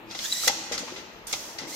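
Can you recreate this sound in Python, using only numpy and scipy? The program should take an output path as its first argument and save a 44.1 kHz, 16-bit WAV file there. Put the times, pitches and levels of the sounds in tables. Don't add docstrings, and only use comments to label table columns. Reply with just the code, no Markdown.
import sys
import numpy as np
from scipy import signal
from scipy.fft import rfft, irfft
from scipy.io import wavfile
from scipy.ndimage import uniform_filter1d

SR = 44100
rng = np.random.default_rng(int(sys.argv[2]) if len(sys.argv) > 2 else 0)


def unload_audio(sound):
    columns = np.transpose(np.atleast_2d(sound))
    steps = np.round(np.clip(columns, -1, 1) * 32767)
    wavfile.write(sys.argv[1], SR, steps.astype(np.int16))


def attenuation_scalar(level_db):
    decades = np.asarray(level_db, float) / 20
    return 10 ** decades


N = 77175
T = np.arange(N) / SR
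HZ = np.maximum(np.arange(N // 2 + 1) * SR / N, 1)
SPREAD = 0.057


def table(points, hz=HZ):
    p = np.array(points)
    return np.interp(np.log(hz), np.log(p[:, 0]), p[:, 1])


def unit(x):
    return x / np.sqrt(np.mean(x ** 2))


def colour(x, gain):
    return irfft(rfft(x) * gain / np.sqrt(np.mean(np.abs(gain) ** 2)), N)


def peak(hz, width_hz):
    return 1 / (1 + 1j * (HZ / hz - hz / HZ) * hz / width_hz)


def walk(rate_hz):
    k = int(SR / rate_hz)
    once = uniform_filter1d(rng.standard_normal(N), k)
    return unit(uniform_filter1d(once, k))


def grit(spread_db):
    size = np.minimum(rng.exponential(size=N), 5)
    return unit(rng.standard_normal(N) * attenuation_scalar(spread_db * size))


def burst(start_s, hold_s, t60_s, attack_s=.0015):
    since = T - start_s
    sag_db = 6 * np.clip(since / hold_s, 0, 1)
    release_db = 60 * np.clip(since - hold_s, 0, 1) / t60_s
    return np.clip(since / attack_s, 0, 1) * attenuation_scalar(-release_db - sag_db)


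def place(x, pan_db):
    return x * attenuation_scalar(np.array([[pan_db], [-pan_db]]) / 2)


def pair(x, spread=1):
    # frequency in Hz, likeness of the ports from 0 to 1.
    likeness = [(30, 0.84), (250, 1), (600, 0.71), (1500, 0), (4000, 0), (15000, 0)]
    like = np.clip(table(likeness), 0, 1) ** spread
    common = rfft(x[0]) * np.sqrt((1 + like) / 2)
    differ = rfft(x[1]) * np.sqrt((1 - like) / 2)
    return irfft(np.array([common + differ, common - differ]), N)


def rough_tone(phase, k):
    smear_hz = 300 * np.sqrt(k)
    core = (.4 + walk(smear_hz)) * np.sin(k * phase)
    return core + walk(smear_hz) * np.cos(k * phase)


def feed():
    # time in seconds, tooth rate in Hz, scrape level in dB, whine level in dB.
    runs = [
        [(.03, 1060, -86, -86), (.11, 1280, -51, -56), (.21, 1480, -38, -62), (.25, 1704, -34, -49),
         (.29, 1909, -36.5, -49), (.35, 1915, -37.5, -48), (.40, 2000, -37.5, -46), (.47, 1973, -31, -46),
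         (.49, 1967, -73, -90)],
        [(.76, 1470, -86, -99), (.82, 1497, -48.5, -99), (1.0, 1500, -54.5, -99), (1.07, 1390, -69, -99),
         (1.12, 1390, -90, -99)],
        [(1.63, 1612, -82, -83), (1.68, 1800, -46, -70), (1.705, 1900, -42, -62), (1.72, 2010, -44, -57),
         (1.738, 2140, -42, -54), (1.76, 2230, -40, -53)],
    ]
    # multiple of the tooth rate, level in dB.
    gear = [(1, -5), (2, 0), (3, -8), (4, -6), (6, -24)]
    # time in seconds, multiple, extra level in dB, length in seconds.
    bites = [(0.245, 4, 15, .015), (0.26, 2, 12, 0.008), (0.266, 1, 3, .015), (0.328, 2, 14, 0.0068),
             (0.337, 4, 14, 0.0093), (.35, 2, 7.5, .008), (0.38, 4, 8, 0.0062), (0.405, 2, 3, 0.0084),
             (0.396, 3, 13, 0.009), (0.429, 2, 11, 0.0027), (0.446, 4, 13, 0.011), (0.353, 1, 7.5, 0.028),
             (0.45, 2, -6, 0.0096), (.466, 2, 14, 0.005), (1.695, 3, 4, .01), (1.734, 2, 3, .008),
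             (1.746, 1, 6, 0.0058)]
    # frequency in Hz, gain in dB per Hz.
    scrape_spectrum = [(300, -22), (1000, -7.5), (2000, -1.5), (3500, 2), (6000, 10), (9000, -0.5),
                       (13000, 1), (16000, 1.5)]
    patch_db, walk_db, bright_db, bright_hz = 3, 1, 41, 6500

    time_s, tooth_hz, scrape_db, whine_db = np.vstack([np.array(run) for run in runs]).T
    rate_hz = np.interp(T, time_s, tooth_hz)
    phase = 2 * np.pi * np.cumsum(rate_hz * (1 + .007 * walk(52))) / SR
    whine = 0
    for k, db in gear:
        bite_db = 0
        for at_s, multiple, extra_db, span_s in bites:
            if round(multiple) == k:
                bite_db = bite_db + extra_db * np.exp(-((T - at_s) / span_s) ** 2)
        whine = whine + attenuation_scalar(db + bite_db + patch_db * walk(66)) * rough_tone(phase, k)

    contacts = np.array([grit(1.5), grit(0.49)])
    scrape = pair(colour(contacts, attenuation_scalar(table(scrape_spectrum))), SPREAD) * attenuation_scalar(walk_db * walk(36))
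    low = irfft(rfft(scrape) / (1 + (HZ / bright_hz) ** 4), N)
    treble_db = bright_db * np.minimum(rate_hz / 1900 - 1, 0)
    scrape = low + (scrape - low) * attenuation_scalar(treble_db)
    return whine * attenuation_scalar(np.interp(T, time_s, whine_db)), scrape * attenuation_scalar(np.interp(T, time_s, scrape_db))


def squeak():
    start_s, base_hz, rise_hz, level_db = 1.668, 1950, 250, -47
    hz = base_hz + rise_hz * np.clip((T - start_s) / 0.01, 0, 1)
    tone = np.sin(2 * np.pi * np.cumsum(hz) / SR)
    return attenuation_scalar(level_db + 2 * walk(150)) * tone * burst(start_s, .016, 0.03, 0.0022)


def clacks():
    # start in seconds, level in dB, ring in Hz, rattle length in seconds, ring level in dB.
    hits = [(0.1, -48.5, 3550, 0.015, 1), (0.11, -40.5, 4500, 0.014, -1), (0.147, -37, 3800, 0.012, -6),
            (0.189, -33.5, 3700, 0.0076, 3), (0.434, -29.5, 1250, 0.0024, -7),
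            (0.443, -31.5, 5400, 0.009, 0), (0.474, -21.5, 6300, 0.0069, -1.5),
            (0.4743, -21, 13200, 0.0028, 7), (.476, -18, 5800, 0.0036, 1.5),
            (0.4786, -14.5, 1990, 0.003, -17), (0.49, -30, 4600, 0.011, -18),
            (0.49, -37.5, 1860, 0.0087, -4), (0.719, -32, 5600, 0.033, -3), (0.777, -32.5, 4380, 0.0094, 1),
            (0.788, -38.5, 6060, .025, 3), (0.875, -42.5, 990, 0.029, 1.5), (0.96, -43, 2660, 0.037, -11),
            (1.312, -39, 5900, .004, -22), (1.326, -27.5, 6900, 0.0033, 10),
            (1.328, -27, 3770, 0.012, -10.5), (1.584, -36, 4600, 0.0089, 2), (1.585, -40.5, 5700, 0.02, -7),
            (1.602, -44, 5170, 0.056, -7)]
    # frequency in Hz, gain in dB per Hz.
    clack_spectrum = [(100, -0.5), (600, -2), (2000, -1), (4000, 2), (6500, 8), (9000, -16.5),
                      (13000, -11.5), (16000, -59)]
    # frequency in Hz, level in dB.
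    frame_modes = [(774, 14.5), (1362, 12.5), (2060, 22), (3700, 17), (4485, 8.5), (7260, -1), (8680, 13.5)]
    frame_db, dull_db, send_db, hardest_db = -9.5, 0.44, 0, -20
    ring_q, frame_width_hz, scatter = 5, 220, .03

    contact = attenuation_scalar(table(clack_spectrum))
    out, plain = 0, 0
    for start_s, db, hz, hold_s, ring_db in hits:
        frame = 0
        for mode_hz, mode_db in frame_modes:
            shifted_hz = mode_hz * (1 + scatter * rng.standard_normal())
            frame = frame + attenuation_scalar(mode_db) * peak(shifted_hz, frame_width_hz)
        hit = np.array([grit(3), grit(1.1)]) * burst(start_s, hold_s, .03 + 3 * hold_s)
        dull = attenuation_scalar(dull_db * (db - hardest_db) * np.log2(1 + (HZ / 7000) ** 3))
        body = dull * (contact + attenuation_scalar(frame_db) * frame)
        ring = peak(hz, hz / ring_q)
        gain = body / np.std(body) + attenuation_scalar(ring_db) * ring / np.std(ring)
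        out = out + attenuation_scalar(db) * colour(hit, gain)
        plain = plain + attenuation_scalar(db + send_db) * colour(hit, dull * contact)
    return pair(out, SPREAD), pair(plain, SPREAD)


def thuds():
    # start in seconds, level in dB, body in Hz, length in seconds.
    blows = [(.0, -51.5, 330.3, 0.16), (0.145, -50, 207, 0.042), (0.472, -36.5, 521, 0.017),
             (0.496, -32.5, 815, 0.0071), (0.49, -66, 46, 0.0089), (0.532, -47, 322.5, 0.082),
             (0.713, -36.5, 488, 0.014), (0.728, -45.5, 295, 0.02), (0.767, -40.5, 229, 0.017),
             (0.806, -37, 265, 0.02), (0.833, -42, 487, 0.0038), (0.922, -42.5, 380, 0.017),
             (0.985, -52, 311, 0.005), (1.101, -66.5, 88.3, 0.11), (1.138, -59.5, 44.7, 0.185),
             (1.316, -63, 674, 0.0043), (1.633, -50, 141, 0.033), (1.47, -49.5, 344, 0.029),
             (1.617, -42.5, 290, 0.0049), (1.636, -43.5, 309, 0.047), (1.67, -49, 295, 0.11)]
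    t60_s, kick_db, ring_db, body_db, body_q, short_hz = 0.054, 2.5, 1, -13, 5.5, 300
    out = 0
    for start_s, db, hz, hold_s in blows:
        envelope = burst(start_s, hold_s, t60_s)
        kick = min(hz / short_hz, 1) ** 2 * np.exp(-((T - start_s - .001) * hz * 6) ** 2)
        hit = grit(0.69) * envelope + attenuation_scalar(kick_db) * kick
        ring = attenuation_scalar(ring_db) * np.sin(-2 * np.pi * hz * (T - start_s)) * envelope
        struck = colour(hit, peak(hz, hz / body_q)) / 2
        crate = attenuation_scalar(body_db) * colour(hit, peak(363, 500) ** 2)
        out = out + attenuation_scalar(db) * (ring + struck + crate)
    return out


def valve():
    # frequency in Hz, gain in dB per Hz.
    air = [(800, -3), (2000, -2.5), (4000, -2.5), (6000, 6), (9000, -5.5), (13000, -3.5), (16000, 0)]
    opens_s, closes_s, close_t60_s = 1.268, 1.49, 7 * 0.072
    spit_db, spit_hz, spit_t60_s, flow_db = -45, 8800, 0.048, -41.5
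    spit = colour(grit(0.48), peak(spit_hz, 2200) ** 2)
    spit = spit * burst(opens_s, 0.013, spit_t60_s) * attenuation_scalar(spit_db)
    flow = pair(colour(np.array([grit(0.79), grit(4.2)]), attenuation_scalar(table(air))), SPREAD)
    flow = flow * burst(opens_s, closes_s - opens_s, close_t60_s) * attenuation_scalar(flow_db + 0.4 * walk(25))
    return place(spit, -1) + place(flow, -0.5)


def conveyor():
    # frequency in Hz, gain in dB per Hz.
    rumble = [(25, -10), (100, -5.5), (300, -0.5), (1000, -3.5), (3300, -13.5), (4600, -31), (10500, -40),
              (13500, -60)]
    # hum in Hz, level in dB.
    rollers = [(205, -65), (343, -62), (430, -83.5), (550, -69)]
    rumble_db = -51
    out, swell_db = 0, walk(1.3)
    for hz in 28 * 2 ** np.arange(0, 9.2, .5):
        band = np.array([colour(grit(1.0), peak(hz, hz / 2.0) ** 4) for _ in range(2)])
        band_db = table(rumble, hz) + 10 * np.log10(hz)
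        out = out + band * attenuation_scalar(band_db + swell_db + 1.8 * walk(1.4))
    out = unit(out) * attenuation_scalar(rumble_db)
    for hz, db in rollers:
        out[0] += attenuation_scalar(db) * colour(rng.standard_normal(N), peak(hz, 18.7) ** 2)
    return pair(out)


def inverter():
    # frequency in Hz, level in dB.
    lines = [(11892, -82), (11967, -78), (12037, -73)]
    hiss_db, hiss_hz, hiss_width_hz, slip_rad = -74, 12140, 300, 1.2
    song = 0
    for hz, db in lines:
        song = song + attenuation_scalar(db + walk(21)) * np.sin(2 * np.pi * hz * T + slip_rad * walk(40))
    hiss = attenuation_scalar(hiss_db) * colour(rng.standard_normal(N), peak(hiss_hz, hiss_width_hz) ** 2)
    return place(song + hiss, 5.2)


def hall(x):
    # frequency in Hz, t60 in seconds.
    hall_t60 = [(125, 1.73), (500, 1.47), (2000, 2.5), (3500, 1.53), (5000, 1.01), (8000, 1.07),
                (11000, 0.84), (15000, 0.5)]
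    late_db, gap_s, early_db, early_t60_s = -5.5, 0.012, -7, .06
    tail = 0
    for hz in 45 * 2 ** np.arange(0, 8.6, .5):
        band = np.array([colour(rng.standard_normal(N), peak(hz, hz / 2) ** 2) for _ in range(2)])
        late = attenuation_scalar(late_db - 60 * T / table(hall_t60, hz)) * np.sqrt(2 * np.log(1000) / 2 / SR)
        late = late * np.clip(T / gap_s - 1, 0, 1)
        early = attenuation_scalar(early_db - 60 * T / early_t60_s) * np.sqrt(2 * np.log(1000) / early_t60_s / SR)
        tail = tail + band * (late + early) * np.sqrt(hz / SR)
    return signal.fftconvolve(pair(tail), x, axes=1)[:, :N]


def scene():
    whine_send_db = -10
    whine, scrape = feed()
    whine = place(whine + squeak(), -0.81)
    rings, blows = clacks()
    near = scrape + thuds() + valve()
    echoes = hall(near + blows + attenuation_scalar(whine_send_db) * whine)
    return near + rings + whine + echoes + conveyor() + inverter()


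def roll_off(x):
    return signal.sosfilt(signal.butter(12, 16020, fs=SR, output="sos"), x)


def record(dry):
    # frequency in Hz, gain in dB.
    mic = [(100, 1), (7000, 5), (10500, 1.5), (13000, 3), (14500, -1), (16000, -11)]
    # frequency in Hz, left minus right in dB.
    port_db = [(60, -1), (110, 1.5), (200, 4), (380, 4), (700, 2.5), (1290, 5), (2380, 1.5), (4400, 4),
               (8120, -8), (15000, -5.5)]
    # frequency in Hz, lead of the left port in radians.
    port_rad = [(30, 1.1), (250, 0.53), (1000, 0.52), (3000, 0.25), (6000, 0.51), (15000, 1.84)]
    top_hz = 16000
    tilt = attenuation_scalar(table(port_db) / 2) * np.exp(.5j * table(port_rad))
    response = attenuation_scalar(table(mic)) * (HZ < top_hz) * np.array([tilt, 1 / tilt])
    return roll_off(irfft(rfft(dry) * response, N))


dry = scene()
out = record(dry)
unload_audio(out)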